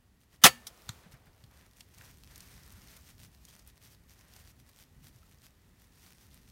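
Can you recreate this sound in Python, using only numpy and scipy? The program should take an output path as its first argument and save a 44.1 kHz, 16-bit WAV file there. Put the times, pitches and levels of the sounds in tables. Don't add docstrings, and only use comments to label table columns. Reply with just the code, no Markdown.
import sys
import numpy as np
from scipy import signal
from scipy.fft import rfft, irfft, next_fast_len
from scipy.io import wavfile
from scipy.ndimage import map_coordinates

SR = 44100
rng = np.random.default_rng(int(sys.argv[2]) if len(sys.argv) > 2 else 0)


def log_audio(samples):
    frames = np.atleast_2d(samples).T
    limited = np.clip(frames, -1, 1)
    pcm = np.round(limited * 32767).astype(np.int16)
    wavfile.write(sys.argv[1], SR, pcm)


N = 287111
T = np.arange(N) / SR


# start in seconds, level in dB, then rise,
# hold and t60 in seconds.
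STRING_STROKE = (.437, -9, .002, .007, .055)
LIMB_STROKE = (.446, -10.3, .007, .013, .064)
# frequency in Hz, relative dB.
RAIL_TONE = [(180, -41), (300, -11), (581, -20), (1260, -4), (2480, -15), (2690, -7), (3510, -1),
             (4800, -9), (5130, -3), (6400, -4), (7500, -11), (8420, -8), (13400, -11), (15500, -16)]
SLAM_TONE = [(150, -43), (250, -13), (603, -11), (717, -4), (961, -8), (1290, -2.5), (1530, -11), (1790, 1),
             (2090, -8), (3160, -4), (4100, -12), (4470, -7), (5500, -13), (9230, -12), (15500, -17)]
# frequency in Hz, width in Hz, relative level in dB.
FRAME_MODES = [(727, 63, -4), (899, 71, -4), (1270, 68, -1), (1750, 49, 0), (2230, 36, -4), (2740, 31, -3),
               (2890, 24, -4), (3180, 75, -2), (3350, 64, -5), (3940, 140, -7), (4320, 37, -4),
               (4540, 71, -6), (5210, 180, -7), (5770, 17, -7), (6000, 45, -6), (6600, 120, -3),
               (6930, 150, -10), (7230, 51, -7), (7420, 25, -11), (7880, 19, -13)]
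# start in seconds, level in dB,
# pitch in Hz, t60 and rise in seconds.
RECOIL_MODES = [(.44, -34, 66, .14, .008), (.4395, -21, 173, .085, .007), (.441, -27, 238, .07, .005),
                (.455, -34, 380, .1, .012), (.446, -28.5, 511, .085, .008), (.445, -28, 727, .07, .008),
                (.441, -24, 897, .07, .008), (.439, -22.5, 1060, .07, .006)]

def crossbow(frame_db):
    trigger = (stroke(.4165, -52, .001, .001, .02) + stroke(.418, -47, .011, .008, .02)) * noise(SLAM_TONE)
    string, limbs = stroke(*STRING_STROKE), stroke(*LIMB_STROKE)
    rasp = string * noise(RAIL_TONE) + limbs * noise(SLAM_TONE)
    chatter = (limbs + string) * rng.standard_normal(N)
    frame = filtered(chatter, lambda f: sum((-1) ** k * amp(db) * resonance(f, hz, width)
                                            for k, (hz, width, db) in enumerate(FRAME_MODES)))
    recoil = sum(thump(*mode) for mode in RECOIL_MODES)
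    return trigger + rasp + amp(frame_db) * frame + recoil


# pitch in Hz, relative dB, uncapped t60 in seconds.
FITTING_PARTIALS = [(248, -18, 3.4), (522, 0, 0.13), (926, -14, 0.27), (1297, 0, 0.14), (1782, -10, 0.45),
                    (2250, -9, 0.24), (2848, -15, 0.41), (3725, -17, 0.21), (4506, 0, 0.15),
                    (5825, -23, 0.28), (6600, -7, 0.19), (6885, -12, 0.11)]
# pitch in Hz, level in dB, t60 in seconds.
CABLE_HUM = (238, -53.5, .3)

def cables(ring_db, longest_t60):
    ring = np.zeros(N)
    for hz, db, t60 in FITTING_PARTIALS:
        envelope = stroke(.45, ring_db + db, .008, .025, min(t60, longest_t60))
        ring += envelope * np.sin(2 * np.pi * hz * T + .8 * wobble(110))
    hum_hz, hum_db, hum_t60 = CABLE_HUM
    return ring + thump(.48, hum_db, hum_hz, hum_t60, rise=.06)


# frequency in Hz, relative dB.
SMACK_TONE = [(410, -39), (700, -9), (1970, -8), (2800, -17), (3150, -2), (4410, -5), (5860, 0),
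              (6940, -10), (9720, -5), (15500, -12)]
KNOCK_TONE = [(440, -40), (750, -10), (1130, 2), (1600, -5), (1840, -2), (2250, -5), (2660, -17),
              (3350, -3), (4260, -1), (5020, -14), (6070, -4), (7340, -5), (10600, -20), (13700, -17),
              (15500, -22)]

def bolt_impact():
    smack = stroke(.667, -37.5, .003, .002, .022) + stroke(.672, -48.5, .003, .004, .07)
    knock = stroke(.8897, -44, .0005, .001, .01) + stroke(.8913, -33, .0005, .001, .012)
    knock_tail = stroke(.893, -50, .002, 0, .14)
    thud = thump(.893, -42, 170, .04, .003) + thump(.8905, -36.5, 112, .068, .008)
    return smack * noise(SMACK_TONE) + (knock + knock_tail) * noise(KNOCK_TONE) + thud


# start in seconds, level in dB, pitch in Hz, t60 and rise in seconds.
BLIND_BOOM = (.475, -43, 135, .16, .012)

def blind():
    return stroke(.46, -39, .02, 0, .26) * noise(SLAM_TONE) + thump(*BLIND_BOOM)


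# frequency in Hz, relative dB.
ECHO_TONE = [(100, -9), (250, 0), (520, 2.5), (800, 1.5), (1200, 0), (1700, -3), (4000, -7.5),
             (15000, -13.5)]
# frequency in Hz, t60 in seconds.
ECHO_DECAY = [(200, 2.5), (600, 2.8), (1200, 2.2), (3000, 1.4), (7000, .6), (15000, .4)]

def wooded_slope(level_db, hold_until_s):
    hz, t, bands = signal.stft(noise(ECHO_TONE), SR, nperseg=256)
    fade = amp(-60 * np.maximum(t - hold_until_s, 0) / along(ECHO_DECAY, hz)[:, None])
    wash = signal.istft(bands * fade, SR, nperseg=256)[1][:N]
    fade_in = np.clip((T - .45) / .15, 0, 1)
    return amp(level_db) * fade_in * wash


# moment of top speed in seconds, relative dB, length in seconds.
FABRIC_MOVES = [(.225, -72, .04), (.338, -67, .05), (.9, -67.5, .33), (1.126, -58, .02), (1.27, -73, .03),
                (1.42, -73, .07), (1.601, -68, .16), (1.798, -65, .09), (2.04, -61, .2), (2.47, -59.5, .44),
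                (2.778, -62.5, .2), (2.926, -58, .135), (3.087, -59, .087), (3.228, -59.6, .077),
                (3.341, -67, .05), (3.52, -62.4, .18), (3.683, -63, .045), (3.773, -67.5, .02),
                (3.852, -57.5, .055), (3.925, -62, .05), (4.112, -62.4, .05), (4.202, -66.6, .085),
                (4.377, -60.5, .14), (4.487, -61, .05), (4.601, -67, .042), (4.691, -65.5, .04),
                (4.796, -61, .08), (5.063, -60, .06), (5.155, -68, .056), (5.29, -70, .16),
                (5.45, -62.5, .06), (5.83, -67, .07), (6.057, -62, .186), (6.228, -64, .09),
                (6.348, -63, .08), (6.48, -70, .11)]

def fabric_motion(creep_db, edge_db):
    power = amp(creep_db) ** 2 * (T > STRING_STROKE[0])
    for s, db, length in FABRIC_MOVES:
        near = np.abs(T - s) < 2 * length
        half_lengths = 2 * (T[near] - s) / length
        power[near] += amp(db - edge_db * half_lengths ** 2) ** 2
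    return np.sqrt(power)


# frequency in Hz, relative dB.
FABRIC_TONE = [(300, -15), (600, -6), (1200, -6), (1800, -3), (4000, -3.5), (5900, -2), (7700, -7),
               (9000, -4), (10400, -9), (12500, -4.5), (15500, -9.5)]
HANDLING_TONE = [(30, -14), (90, -4), (170, 0), (280, -13), (500, -16), (900, -40)]

def clothing(slide_db, flutter_db, handling_db, catches_per_s, spread_db, crackle_db):
    motion = fabric_motion(creep_db=-80.5, edge_db=6)
    catches = rng.random(N) < catches_per_s / SR
    strength = amp(spread_db * np.minimum(rng.exponential(size=N), 3))
    grain_envelope = signal.fftconvolve(catches * strength, np.hanning(48))[:N]
    grains = coloured(grain_envelope * rng.standard_normal(N), FABRIC_TONE)
    brisk = amp(-60)
    crackle = amp(crackle_db) * brisk * (motion / brisk) ** .75 * grains
    slide = amp(slide_db + flutter_db * wobble(60)) * motion
    return slide * (noise(FABRIC_TONE) + amp(handling_db) * noise(HANDLING_TONE)) + crackle


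# start in seconds, level in dB, hold in seconds.
SLEEVE_SCUFFS = [(.315, -70, .02), (1.025, -65, .03), (1.13, -63, .014), (1.255, -67, .012),
                 (1.5, -69, .15), (1.97, -64, .12), (2.28, -67.5, .7), (4.15, -70.5, .3), (6.02, -70, .04)]
# frequency in Hz, relative dB.
SLEEVE_TONE = [(150, -4), (500, -3), (1000, -1), (1900, 0), (3000, -8), (6000, -16), (15000, -28)]

def sleeve():
    return sum(stroke(s, db, .012, hold, .12) for s, db, hold in SLEEVE_SCUFFS) * noise(SLEEVE_TONE)


# start in seconds, relative level in dB, centre frequency in Hz.
GEAR_TICKS = [(1.4391, -47, 3530), (1.8073, -35, 3470), (2.0118, -44, 1690), (2.3585, -38, 6000),
              (2.379, -39, 11600), (2.4054, -38, 6050), (2.7227, -41, 12300), (3.4516, -41, 6090),
              (3.5942, -46, 5250), (3.6745, -40, 12500)]

def gear(level_db, base_t60, width_at_4k_hz):
    ticks = np.zeros(N + SR)
    t = np.arange(SR // 10) / SR
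    f = np.fft.rfftfreq(len(t), 1 / SR)
    for s, db, hz in GEAR_TICKS:
        width = width_at_4k_hz * (hz / 4000) ** 1.5
        burst = unit(irfft(rfft(rng.standard_normal(len(t))) * resonance(f, hz, width), len(t)))
        t60 = base_t60 + 5 / width
        ticks[round(s * SR):][:len(t)] += amp(db + level_db - 60 * t / t60) * burst
    return ticks[:N]


# start in seconds, relative dB, pitch in Hz.
MOUNT_BUMPS = [(1.059, -48, 172), (1.134, -46, 132), (1.269, -52, 151), (1.436, -48, 121),
               (1.989, -48, 105), (2.749, -47, 108), (5.15, -47, 116), (6.033, -49, 83.4)]
MOUNT_SQUEAKS = [(3.480, -57, 3190), (5.227, -59, 1324)]

def mount(bump_db):
    bumps = sum(thump(s, db + bump_db, hz, t60=.08, rise=.008) for s, db, hz in MOUNT_BUMPS)
    squeaks = sum(thump(s, db, hz, t60=.035, rise=.003) for s, db, hz in MOUNT_SQUEAKS)
    return bumps + squeaks


# frequency in Hz, relative dB.
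RUMBLE_TONE = [(12, -46), (25, -16), (40, -2), (64, .5), (110, -4), (140, -7.5), (200, -10), (260, -14.5),
               (310, -20), (400, -22), (600, -45)]
AIR_TONE = [(100, -10), (300, -2), (600, -5), (1200, -7.5), (1700, -9.5), (1880, -4), (2080, -10),
            (3000, -12), (8000, -17), (15500, -18.5)]
# time in seconds, relative level in dB.
RUMBLE_SWELLS = [(0, -68), (.6, -64), (1.8, -63.5), (2.9, -58.5), (3.5, -64), (4.4, -62.5), (5.8, -65),
                 (6.1, -62.5), (6.5, -63.5)]

def outdoors(rumble_db, waver_db, air_db, air_rise_db, air_rise_s):
    swell_db = np.interp(T, *np.transpose(RUMBLE_SWELLS))
    rumble = amp(swell_db + rumble_db + waver_db * wobble(9)) * noise(RUMBLE_TONE)
    lift = np.clip((T - STRING_STROKE[0]) / air_rise_s, 0, 1)
    return rumble + amp(air_db + air_rise_db * lift) * noise(AIR_TONE)


def stroke(start, db, rise, hold, t60):
    envelope = np.zeros(N)
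    live = slice(int(start * SR), int((start + rise + hold + 2 * t60) * SR))
    t = T[live] - start
    envelope[live] = np.clip(t / rise, 0, 1) * amp(db - 60 * np.maximum(t - rise - hold, 0) / t60)
    return envelope


def thump(start, db, hz, t60, rise):
    return stroke(start, db, rise, 0, t60) * np.sin(2 * np.pi * hz * (T - start))


def resonance(f, hz, width):
    return 1j * f * width / (hz * hz - f * f + 1j * f * width)


def noise(tone):
    return coloured(rng.standard_normal(N), tone)


def coloured(x, tone):
    return unit(filtered(x, lambda hz: amp(along(tone, hz))))


def filtered(x, response):
    size = next_fast_len(N + SR // 2)
    return irfft(rfft(x, size) * response(np.fft.rfftfreq(size, 1 / SR)), size)[:N]


def along(points, hz):
    freqs, values = np.transpose(points)
    return np.interp(np.log(hz + 1), np.log(freqs + 1), values)


def wobble(rate):
    return map_coordinates(rng.standard_normal(int(N * rate / SR) + 4), [T * rate])


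def amp(db):
    return 10 ** (np.asarray(db) / 20)


def unit(x):
    return x / np.sqrt(np.mean(x ** 2) + 1e-20)


def scene():
    shot = crossbow(frame_db=-1) + cables(ring_db=-39, longest_t60=.5)
    space = blind() + wooded_slope(level_db=-62.2, hold_until_s=.98)
    hit = bolt_impact()
    rustle = clothing(slide_db=-1.7, flutter_db=1.6, handling_db=-9,
                      catches_per_s=170, spread_db=4.5, crackle_db=-3.8) + sleeve()
    contacts = gear(level_db=-7, base_t60=.019, width_at_4k_hz=2200) + mount(bump_db=-1)
    bed = outdoors(rumble_db=1.1, waver_db=1.4, air_db=-73.5, air_rise_db=3, air_rise_s=1.1)
    return (shot + space + hit + rustle + contacts + bed)[None]


def record(dry):
    rounded = dry[0] / (1 + np.abs(dry[0]) ** 6) ** (1 / 6)
    return filtered(rounded, lambda hz: np.clip((16000 - hz) / 500 + .5, 0, 1) ** 2)[None]


dry = scene()
out = record(dry)
log_audio(out)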